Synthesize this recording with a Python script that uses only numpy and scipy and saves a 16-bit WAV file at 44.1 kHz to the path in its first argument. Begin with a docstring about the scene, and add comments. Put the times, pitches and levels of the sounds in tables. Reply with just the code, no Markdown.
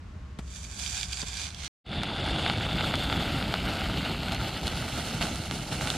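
"""Far traffic rumbles across a park lawn; a paper wrapper rustles and creases on the right, with two bumps.
The sound cuts out, and a charcoal grill fades in close to the microphone: flames flutter, fat sizzles and spits.
Far and flame layers are coloured noise, paper and fat are clumps of clicks over patchy hiss, creases and spits
are short shaped bursts. A steel tray returns the body of the sizzle and spits a moment later."""
import sys
import numpy as np
from scipy import signal
from scipy.fft import rfft, irfft, next_fast_len
from scipy.io import wavfile
from scipy.ndimage import uniform_filter1d, map_coordinates

SR = 44100
rng = np.random.default_rng(int(sys.argv[2]) if len(sys.argv) > 2 else 0)


def dump(signal):
    """Clip the signal to [-1, 1] and save it as 16-bit WAV at the path in sys.argv[1]."""
    limited = np.clip(np.atleast_2d(signal).T, -1, 1)
    pcm = np.round(limited * 32767).astype(np.int16)
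    wavfile.write(sys.argv[1], SR, pcm)


N = 263365

# Spectrum of the far traffic: pitch_hz, relative level_db (per Hz)
TRAFFIC_SPECTRUM = [(65, -46), (110, -11.5), (174, -2), (260, -13), (470, -19), (533, -23), (1280, -21),
                    (7000, -39), (13000, -57.5)]
# Spectrum of the low drone: pitch_hz, relative level_db (per Hz)
DRONE_SPECTRUM = [(25, -31), (50, -12.5), (65, -3.5), (80, -10), (150, -23.5), (300, -38)]
# Faint far tones: pitch_hz, level_db, start_s, end_s
FAR_TONES = [(610, -65.5, 0.14, 0.7), (1088, -66, 0.05, 2)]
# Path of a far whine that rises and sinks: time_s, pitch_hz
GLIDE_PATH = [(0.62, 651), (0.85, 702), (1.1, 742), (1.55, 695.5)]
# Thuds with a tick: start_s, thud_db (nominal, before dulling), thud_hz, tick_over_thud_db
BUMP_EVENTS = [(.388, -21.5, 174, 1.5), (1.228, -25, 201, 8)]
# Resonances of the paper sheet: pitch_hz, width_hz, level_db
PAPER_MODES = [(768, 250, -8), (1600, 173, -1.5), (2367, 190, 2), (3490, 420, 1.5), (4730, 326, 3),
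               (6420, 1170, -7.5), (7520, 540, -5), (9350, 1900, -15)]
# Strokes of the hand on the paper: start_s, end_s, level_db (nominal; the stroke ends 1 dB below it)
HAND_STROKES = [(0.552, 0.58, -48), (0.71, .77, -51), (0.793, 1.032, -35.5), (1.07, 1.11, -43),
                (1.13, 1.215, -37), (1.268, 1.296, -40), (1.342, 1.443, -36.5), (1.585, 1.657, -40)]
# Hard creases: start_s, peak_db (mean of both ears)
CREASE_EVENTS = [(0.479, -41), (0.798, -24.5), (0.8625, -21), (1.0115, -18), (1.031, -17.5), (1.1288, -27),
                 (1.1316, -21.5), (1.172, -24), (1.217, -22), (1.284, -24), (1.371, -25), (1.4189, -22.5),
                 (1.436, -29), (1.505, -30), (1.5467, -27.5), (1.6465, -28)]
# The creases drift to the middle: time_s, left_over_right_db
CREASE_DRIFT = [(1.3, -10.5), (1.55, -6), (1.65, -1.5)]
# Grill between the flares: time_s, sizzle_db, fizz_db
GRILL_LEVELS = [(1.9, -36.5, -60), (2.3, -34, -53.5), (3.2, -33, -51.5), (4.0, -33.5, -52.5),
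                (4.46, -37.5, -54), (4.8, -36.5, -49), (5.16, -37.5, -48), (5.47, -40, -49.5),
                (5.7, -40, -49), (5.95, -37.5, -46.5)]
# Fat drips on the coals: start_s, rise_db, calming_s
DRIP_FLARES = [(2.25, 3, 0.11), (2.44, 3, 0.06), (4.311, 7, 0.059), (4.37, 3, 0.043), (5.204, 9, 0.072),
               (5.51, 5, 0.09), (5.714, 8.5, 0.0222), (5.81, 6, 0.138)]
# Spectrum of the flames: pitch_hz, relative level_db (per Hz)
FLAME_SPECTRUM = [(18, -33), (30, -8), (54, 0.5), (171, -1), (308, -7.5), (381, -13.5), (520, -20.5),
                  (680, -63)]
# Spectrum of the sizzling body: pitch_hz, relative level_db (per Hz)
SIZZLE_SPECTRUM = [(300, 3), (500, 3.5), (800, 5), (1020, 0.5), (1450, 0), (2000, -4.5), (3300, 2.5),
                   (4500, -0.5), (5200, -14), (6000, -92)]
# Spectrum of the treble fizz: pitch_hz, relative level_db (per Hz)
FIZZ_SPECTRUM = [(3180, -54), (5400, 4.5), (5760, -0.5), (6560, 1.5), (8150, -2), (9160, 0), (11200, -8),
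                 (14600, -29)]
# Spectrum of the top treble: pitch_hz, relative level_db (per Hz)
AIR_SPECTRUM = [(10500, -42), (11300, -19.5), (13000, -6.5), (14500, -14.5), (15500, -20.5)]
# Level of the top treble against the fizz: time_s, level_db
AIR_LEVELS = [(2.1, -35), (2.5, -32), (2.75, -12.5), (4.3, -11), (4.8, -16), (5.9, -22)]
# Side level of lower sizzle, upper sizzle, fizz, top: start_s, duration_s, before_db, after_db
STEREO_SIDE = [(4, 0.76, -59, -15), (4.074, 0.92, -67.5, -13.5), (4.15, 0.216, -32.5, -0.5),
               (2.3, .2, -23, 1.5)]
# Spits of fat: start_s, peak_db, upper_over_lower_body_db, treble_over_peak_db
SPIT_EVENTS = [(2.0345, -20, 0, -7), (2.362, -21, 3, -27), (2.4636, -15.5, -3, -30), (2.4991, -13, 1, -22),
               (2.8092, -17.5, 0.5, -27), (2.9403, -15, -5.5, -20.5), (2.956, -20, 13, -6),
               (3.041, -29, 9, -4), (3.1, -18.5, 2, -27), (3.1271, -16.5, 0, -29), (3.427, -21, 4, -22),
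               (3.5409, -14, -2, -15), (3.9744, -23, 5, -18), (4.233, -22, 6, -15), (4.285, -25, 2, -12),
               (4.322, -19.5, 9, -10), (4.348, -23, 10, -5), (4.415, -24, -11, -14),
               (4.671, -17.5, 15, -7.5), (4.68, -17.5, 10, -7), (4.775, -25, 13, -15),
               (4.8825, -25.5, -10, -22), (5.2113, -21, -7, -17), (5.217, -20.5, 1, -20),
               (5.227, -18, 7, -15), (5.359, -28, 15, 3), (5.512, -20, 1, -7), (5.811, -21, -7, -18),
               (5.874, -20, 1, -9), (5.9031, -12.5, 19, -6)]

LEAD = 256  # samples in a shaped burst before its blow


def amp(db):
    """Decibels to amplitude."""
    return 10 ** (np.asarray(db) / 20)


def unit(x):
    """Each channel brought to an RMS of 1."""
    return x / np.sqrt(np.mean(x ** 2, axis=-1, keepdims=True) + 1e-20)


def clock():
    """The time of every sample in seconds."""
    return np.arange(N) / SR


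def ramp(start_s, over_s):
    """0 before the start, 1 once the span has passed."""
    return np.clip((clock() - start_s) / over_s, 0, 1)


def curves(rows):
    """One value per sample for each column after the time."""
    time_s, *columns = np.transpose(rows)
    return [np.interp(clock(), time_s, column) for column in columns]


def wobble(rate):
    """A smooth random curve, rate knots a second."""
    knots = rng.standard_normal(int(N * rate / SR) + 4)
    return map_coordinates(knots, [np.arange(N) * rate / SR])


def filtered(x, response):
    """x passed through a complex response of frequency."""
    m = next_fast_len(N + 8192)
    return irfft(rfft(x, m) * response(np.fft.rfftfreq(m, 1 / SR)), m)[..., :N]


def colour(points):
    """The gain through (Hz, dB) points on a log axis, closed outside them."""
    f, db = np.transpose(points)
    return lambda hz: amp(np.interp(np.log(hz + 1), np.log(f + 1), db, left=-120, right=-120))


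def tinted(x, hz, width_hz, lift_db):
    """x with one band lifted by a level that may change in time."""
    band = filtered(x, lambda f: np.exp(-((f - hz) / width_hz) ** 2))
    return x + (amp(lift_db) - 1) * band


def passing(x, hz, width_hz, lift_db, until_s, fade_s):
    """A tint that fades out."""
    return tinted(x, hz, width_hz, lift_db * (1 - ramp(until_s, fade_s)))


def crackle(rate, spread_db, share, patchy_db):
    """Two white streams: patchy hiss plus tiny clicks of widely spread size that come in clumps."""
    z = signal.stft(rng.standard_normal((2, N)), nperseg=256)[2]
    patches = uniform_filter1d(rng.standard_normal(z.shape[1:]), size=5, axis=0)
    patches = uniform_filter1d(patches, size=10, axis=1)
    patch_gain = amp(patchy_db * patches / patches.std())
    hiss = signal.istft(z * patch_gain, nperseg=256)[1][:, :N]
    fires = rng.random(N) < rate / SR * amp(5 * wobble(30))
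    size = np.minimum(rng.exponential(size=N), 3)
    clicks = fires * amp(spread_db * size) * np.sign(rng.standard_normal((2, N)))
    share = np.clip(share, 0, 1)  # power share of the clicks
    return np.sqrt(1 - share) * unit(hiss) + np.sqrt(share) * unit(clicks)


def puff(t60):
    """A burst of noise that starts at once and falls 60 dB in t60 seconds, peak 1."""
    burst = rng.standard_normal(SR // 20) * amp(-60 * np.arange(SR // 20) / SR / t60)
    return burst / np.abs(burst).max()


def shaped(burst, response):
    """A short burst through a response, each row brought to peak 1."""
    m = 4096
    spectrum = rfft(np.pad(burst, (LEAD, 0)), m)
    out = irfft(spectrum * response(np.fft.rfftfreq(m, 1 / SR)), m)
    return out / np.abs(out).max(axis=-1, keepdims=True)


def stereo(pair, side_db, lean=0):
    """Mid from the first stream; side from the second plus a lean (negative is right)."""
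    side = amp(side_db) * pair[1] + lean * pair[0]
    return np.array([pair[0] + side, pair[0] - side])


def add(track, s, burst):
    """Mixes a burst in at time s."""
    part = track[..., round(s * SR):][..., :burst.shape[-1]]
    part += burst[..., :part.shape[-1]]


def far_whines():
    """Faint sines waver in level and phase; one more glides up and down in pitch."""
    tones = np.zeros(N)
    for hz, db, start_s, end_s in FAR_TONES:
        gate = ramp(start_s - 0.05, 0.057) * (1 - ramp(end_s, 0.05))
        phase = 2 * np.pi * hz * clock() + 0.4 * wobble(4.7)
        tones += gate * amp(db + 1.7 * wobble(7.1)) * np.sin(phase)
    glide_hz, = curves(GLIDE_PATH)
    glide = np.sin(2 * np.pi * np.cumsum(glide_hz) / SR)
    return tones + ramp(GLIDE_PATH[0][0], 0.23) * amp(-62 + 2 * wobble(8)) * glide


def traffic():
    """Far across the lawn: wide coloured noise, a low drone near mono and faint wavering tones."""
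    far = unit(filtered(rng.standard_normal((2, N)), colour(TRAFFIC_SPECTRUM)))
    far_side = filtered(far[1], lambda hz: 1 / (1 + (250 / (hz + 1)) ** 2))  # lows stay central
    drone = unit(filtered(rng.standard_normal((2, N)), colour(DRONE_SPECTRUM)))
    return amp(-52) * stereo([far[0], far_side], -4.1) + amp(-41.5) * stereo(drone, -26) + far_whines()


def bumps():
    """A short dull tick that differs from ear to ear, then a soft low push."""
    push_lag_s = 0.0028
    out, t = np.zeros((2, N)), np.arange(SR // 20) / SR
    for s, db, hz, tick_db in BUMP_EVENTS:
        swell = np.e * t * hz / 0.47 * np.exp(-t * hz / 0.29)
        push = swell * np.sin(2 * np.pi * hz * t)
        add(out, s + push_lag_s, amp(db) * push)
        add(out, s, amp(db + tick_db) * stereo([puff(0.069), puff(0.035)], -3))
    return filtered(out, lambda hz: 1 / (1 + 1j * hz / 1200) / (1 + (hz / 11000) ** 8))


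def hand():
    """Level of the rustle: each stroke sets in fast, swells and dies away over a faint shifting sheet."""
    swell_db, rise_db_per_s, fall_db_per_s = 2, 397.5, 218
    rest_db, rest_from_s = -49, 0.56
    t = clock()
    power = amp(2 * (rest_db - fall_db_per_s / 2 * np.maximum(rest_from_s - t, 0)))
    for start_s, end_s, db in HAND_STROKES:
        level_db = db - swell_db * (1.5 - ramp(start_s, end_s - start_s))
        level_db = level_db - rise_db_per_s * np.maximum(start_s - t, 0)
        level_db = level_db - fall_db_per_s * np.maximum(t - end_s, 0)
        power = power + amp(2 * level_db)
    return np.sqrt(power)


def sheet(f):
    """Response of the paper: broad resonances of alternating sign, rolled off at the top."""
    modes = 0
    for k, (hz, width_hz, db) in enumerate(PAPER_MODES):
        damping = 1j * f * width_hz
        modes = modes + (-1) ** k * amp(db) * damping / (hz * hz - f * f + damping)
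    return modes / (1 + (f / 11000) ** 5)


def rustle():
    """Rubbed grains ring the sheet; it slackens, its resonances sink and its treble dulls as it softens."""
    slack, slack_ratio = ramp(1.3, 0.5), 0.9206
    bright_db = -3 - 3 * np.maximum(clock() - HAND_STROKES[0][0], 0)  # dulls by 3 dB per second
    rub = crackle(1800, 8.4, 0.34, patchy_db=1.5) * amp(1.12 * wobble(24.96))
    taut_grains = filtered(rub * (1 - slack), sheet)
    grains = taut_grains + filtered(rub * slack, lambda f: sheet(f / slack_ratio))
    dull = unit(filtered(grains, lambda hz: hz < 5500))
    bright = unit(filtered(grains, lambda hz: hz >= 5500))
    dull_share = np.sqrt(np.clip(1 - amp(2 * bright_db), 0.02, 1))
    dull_part = dull_share * stereo(dull, -7, lean=-0.35)
    return hand() * (dull_part + amp(bright_db) * stereo(bright, -2.5, lean=-0.6))


def wrapper():
    """Paper at the right: rustled grains ring in broad resonances, harder creases stand out."""
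    out = rustle() * (np.arange(N) > BUMP_EVENTS[0][0] * SR)  # the hand reaches the paper at the first bump
    crisp = lambda f: sheet(f) / (1 + (2000 / (f + 1)) ** 4)  # a crease barely moves the low modes
    for s, db in CREASE_EVENTS:
        pan_db = np.interp(s, *np.transpose(CREASE_DRIFT))
        sides = amp(pan_db * np.array([[0.5], [-0.5]]))
        snap = shaped(puff(0.0055) + 0.37 * puff(0.03), crisp)
        add(out, s - LEAD / SR - 0.0005, amp(db) * sides / sides.mean() * snap)
    return out


def flaring():
    """Extra level in dB: each drip flares within 12 ms and calms more slowly."""
    rise = 0
    for s, db, calm_s in DRIP_FLARES:
        rise = rise + db * ramp(s, 0.012) * np.exp(-np.maximum(clock() - s, 0) / calm_s)
    return rise


def flames(flutter):
    """Flame noise near mono, low in pitch, its level fluttering."""
    noise = filtered(crackle(150, 4.3, 0.17, patchy_db=-1.5), colour(FLAME_SPECTRUM))
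    return stereo(unit(amp(0.27 * flutter) * noise), -57.5)


def pops():
    """Two streams of small fat bubbles in clumps, each ringing a few cycles at its own pitch."""
    rate, pitch_hz, spread_octaves, life_cycles, size_spread_db = 900, 2990, 0.6, 1.8, 3.5
    fires = rng.random(N) < rate / SR * amp(2.5 * wobble(40))
    draw = rng.standard_normal((N, 2))[fires]
    size = amp(size_spread_db * np.minimum(rng.exponential(size=N), 3))[fires, None]
    hz = np.clip(pitch_hz * 2 ** (spread_octaves * draw[:, :1]), 1200, 9000)
    turns = hz * np.arange(SR // 100) / SR
    envelope = np.exp(-turns / life_cycles * 2) * (1 - np.exp(-2 * turns))
    ring = size * np.sin(2 * np.pi * turns) * envelope
    at = (np.flatnonzero(fires)[:, None] + np.arange(SR // 100)).ravel()
    signs = (1, np.sign(draw[:, 1:]))  # random signs set the second stream apart
    return unit(np.array([np.bincount(at, (ring * sign).ravel(), minlength=N)[:N] for sign in signs]))


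def tray_body(hz):
    """Response of the sizzling body with one echo off the steel tray, duller than the direct sound."""
    delay_s, share = 0.001414, 0.37
    echo = share * np.exp(-2j * np.pi * hz * delay_s) / (1 + (hz / 3500) ** 2)
    return colour(SIZZLE_SPECTRUM)(hz) * (1 + echo)


def fat_sizzle(seethe):
    """Bursting and ringing bubbles over the tray; the hiss is sharper while the fat is fresh."""
    sharp_db = 3 - 7 * ramp(3.27, 0.046)
    sizzle = unit(filtered(seethe + amp(-8) * pops(), tray_body))
    sizzle = tinted(sizzle, 3510, 250, sharp_db)
    # a slight dip near 4 kHz until about 4 s
    return passing(sizzle, hz=4150, width_hz=302, lift_db=-4, until_s=4, fade_s=0.1)


def spit_bands(hz):
    """Lower body, upper body and treble of a spit, swept downward by a lag that grows toward the lows."""
    slim_hz = 820  # a spit is too small to sound much below this
    lag_s, half_lag_hz = 0.0012, 1470  # lag of the lowest part, pitch where it has halved
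    body = tray_body(hz)
    lower = body * (hz < 2500) / (1 + (slim_hz / (hz + 1)) ** 2)
    upper = body * (hz >= 2500)
    treble = colour(FIZZ_SPECTRUM)(hz) + 0.4 * colour(AIR_SPECTRUM)(hz)
    sweep = np.exp(-2j * np.pi * lag_s * half_lag_hz * np.log(1 + hz / half_lag_hz))
    return np.array([lower, upper, treble]) * sweep


def fat_spits():
    """Each skin of fat bursts with a crack, then sprays."""
    out = np.zeros(N)
    for s, db, tilt_db, treble_db in SPIT_EVENTS:
        band_db = [db - max(tilt_db, 0), db + min(tilt_db, 0), db + treble_db]
        burst = 0.38 * puff(0.0025) + 0.088 * puff(0.059)  # spray
        burst[:2] = np.sign(burst[0])  # the crack itself
        add(out, s - LEAD / SR - 0.0006, amp(band_db) @ shaped(burst, spit_bands))
    return out


def grill():
    """Close grill: fluttering flames under bands of bursting fat bubbles."""
    calm_db, calm_fizz_db = curves(GRILL_LEVELS)
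    air_db, = curves(AIR_LEVELS)
    flare_db = flaring()
    flame_db = calm_db + 0.757 * flare_db + 1.5
    fizz_db = calm_fizz_db + 0.89 * flare_db
    low_side_db, high_side_db, fizz_side_db, air_side_db = [
        before + (after - before) * ramp(s, over_s) for s, over_s, before, after in STEREO_SIDE]

    flutter = wobble(22.027)  # shared by flames and fat
    seethe = crackle(1500, 5.3, 0.21, patchy_db=1.5) * amp(1.1 * flutter + 1.17 * wobble(70))
    seethe = seethe + 0.31 * crackle(160, 6.2, 0.9, patchy_db=7)  # sparser, sharper bubbles
    sizzle = fat_sizzle(seethe)
    lower = filtered(sizzle, lambda hz: 1 / (1 + (hz / 1900) ** 8))
    fizz = unit(filtered(seethe, colour(FIZZ_SPECTRUM)))
    fizz = passing(fizz, hz=7540, width_hz=240, lift_db=4.3, until_s=4.1, fade_s=0.3)  # an early sheen
    air = unit(filtered(seethe, colour(AIR_SPECTRUM)))

    body = stereo(lower, low_side_db, lean=-amp(low_side_db))
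    body = body + stereo(sizzle - lower, high_side_db, lean=-amp(high_side_db - 7))
    treble = stereo(fizz, fizz_side_db, lean=-amp(fizz_side_db - 17))
    treble = treble + amp(air_db) * stereo(air, air_side_db)
    # late spits are louder at the right
    spits = fat_spits() * (1 + amp(high_side_db + 2) * np.array([[-1], [1]]))
    return amp(flame_db) * flames(flutter) + amp(calm_db + flare_db) * body + amp(fizz_db) * treble + spits


def scene():
    """The lawn until the cut, silence, then the grill fades in."""
    t = clock()
    lawn_gain = t < 1.68
    fade_s, fade_tau_s, fade_bend = 1.84, 0.0357, 2.43
    grill_gain = (1 - np.exp(-np.maximum(t - fade_s, 0) / fade_tau_s)) ** fade_bend
    return lawn_gain * (traffic() + bumps() + wrapper()) + grill_gain * grill()


def record(dry):
    """The camera keeps nothing above its band limit of 15.5 kHz."""
    return filtered(dry, lambda hz: hz < 15500)


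dry = scene()
out = record(dry)
dump(out)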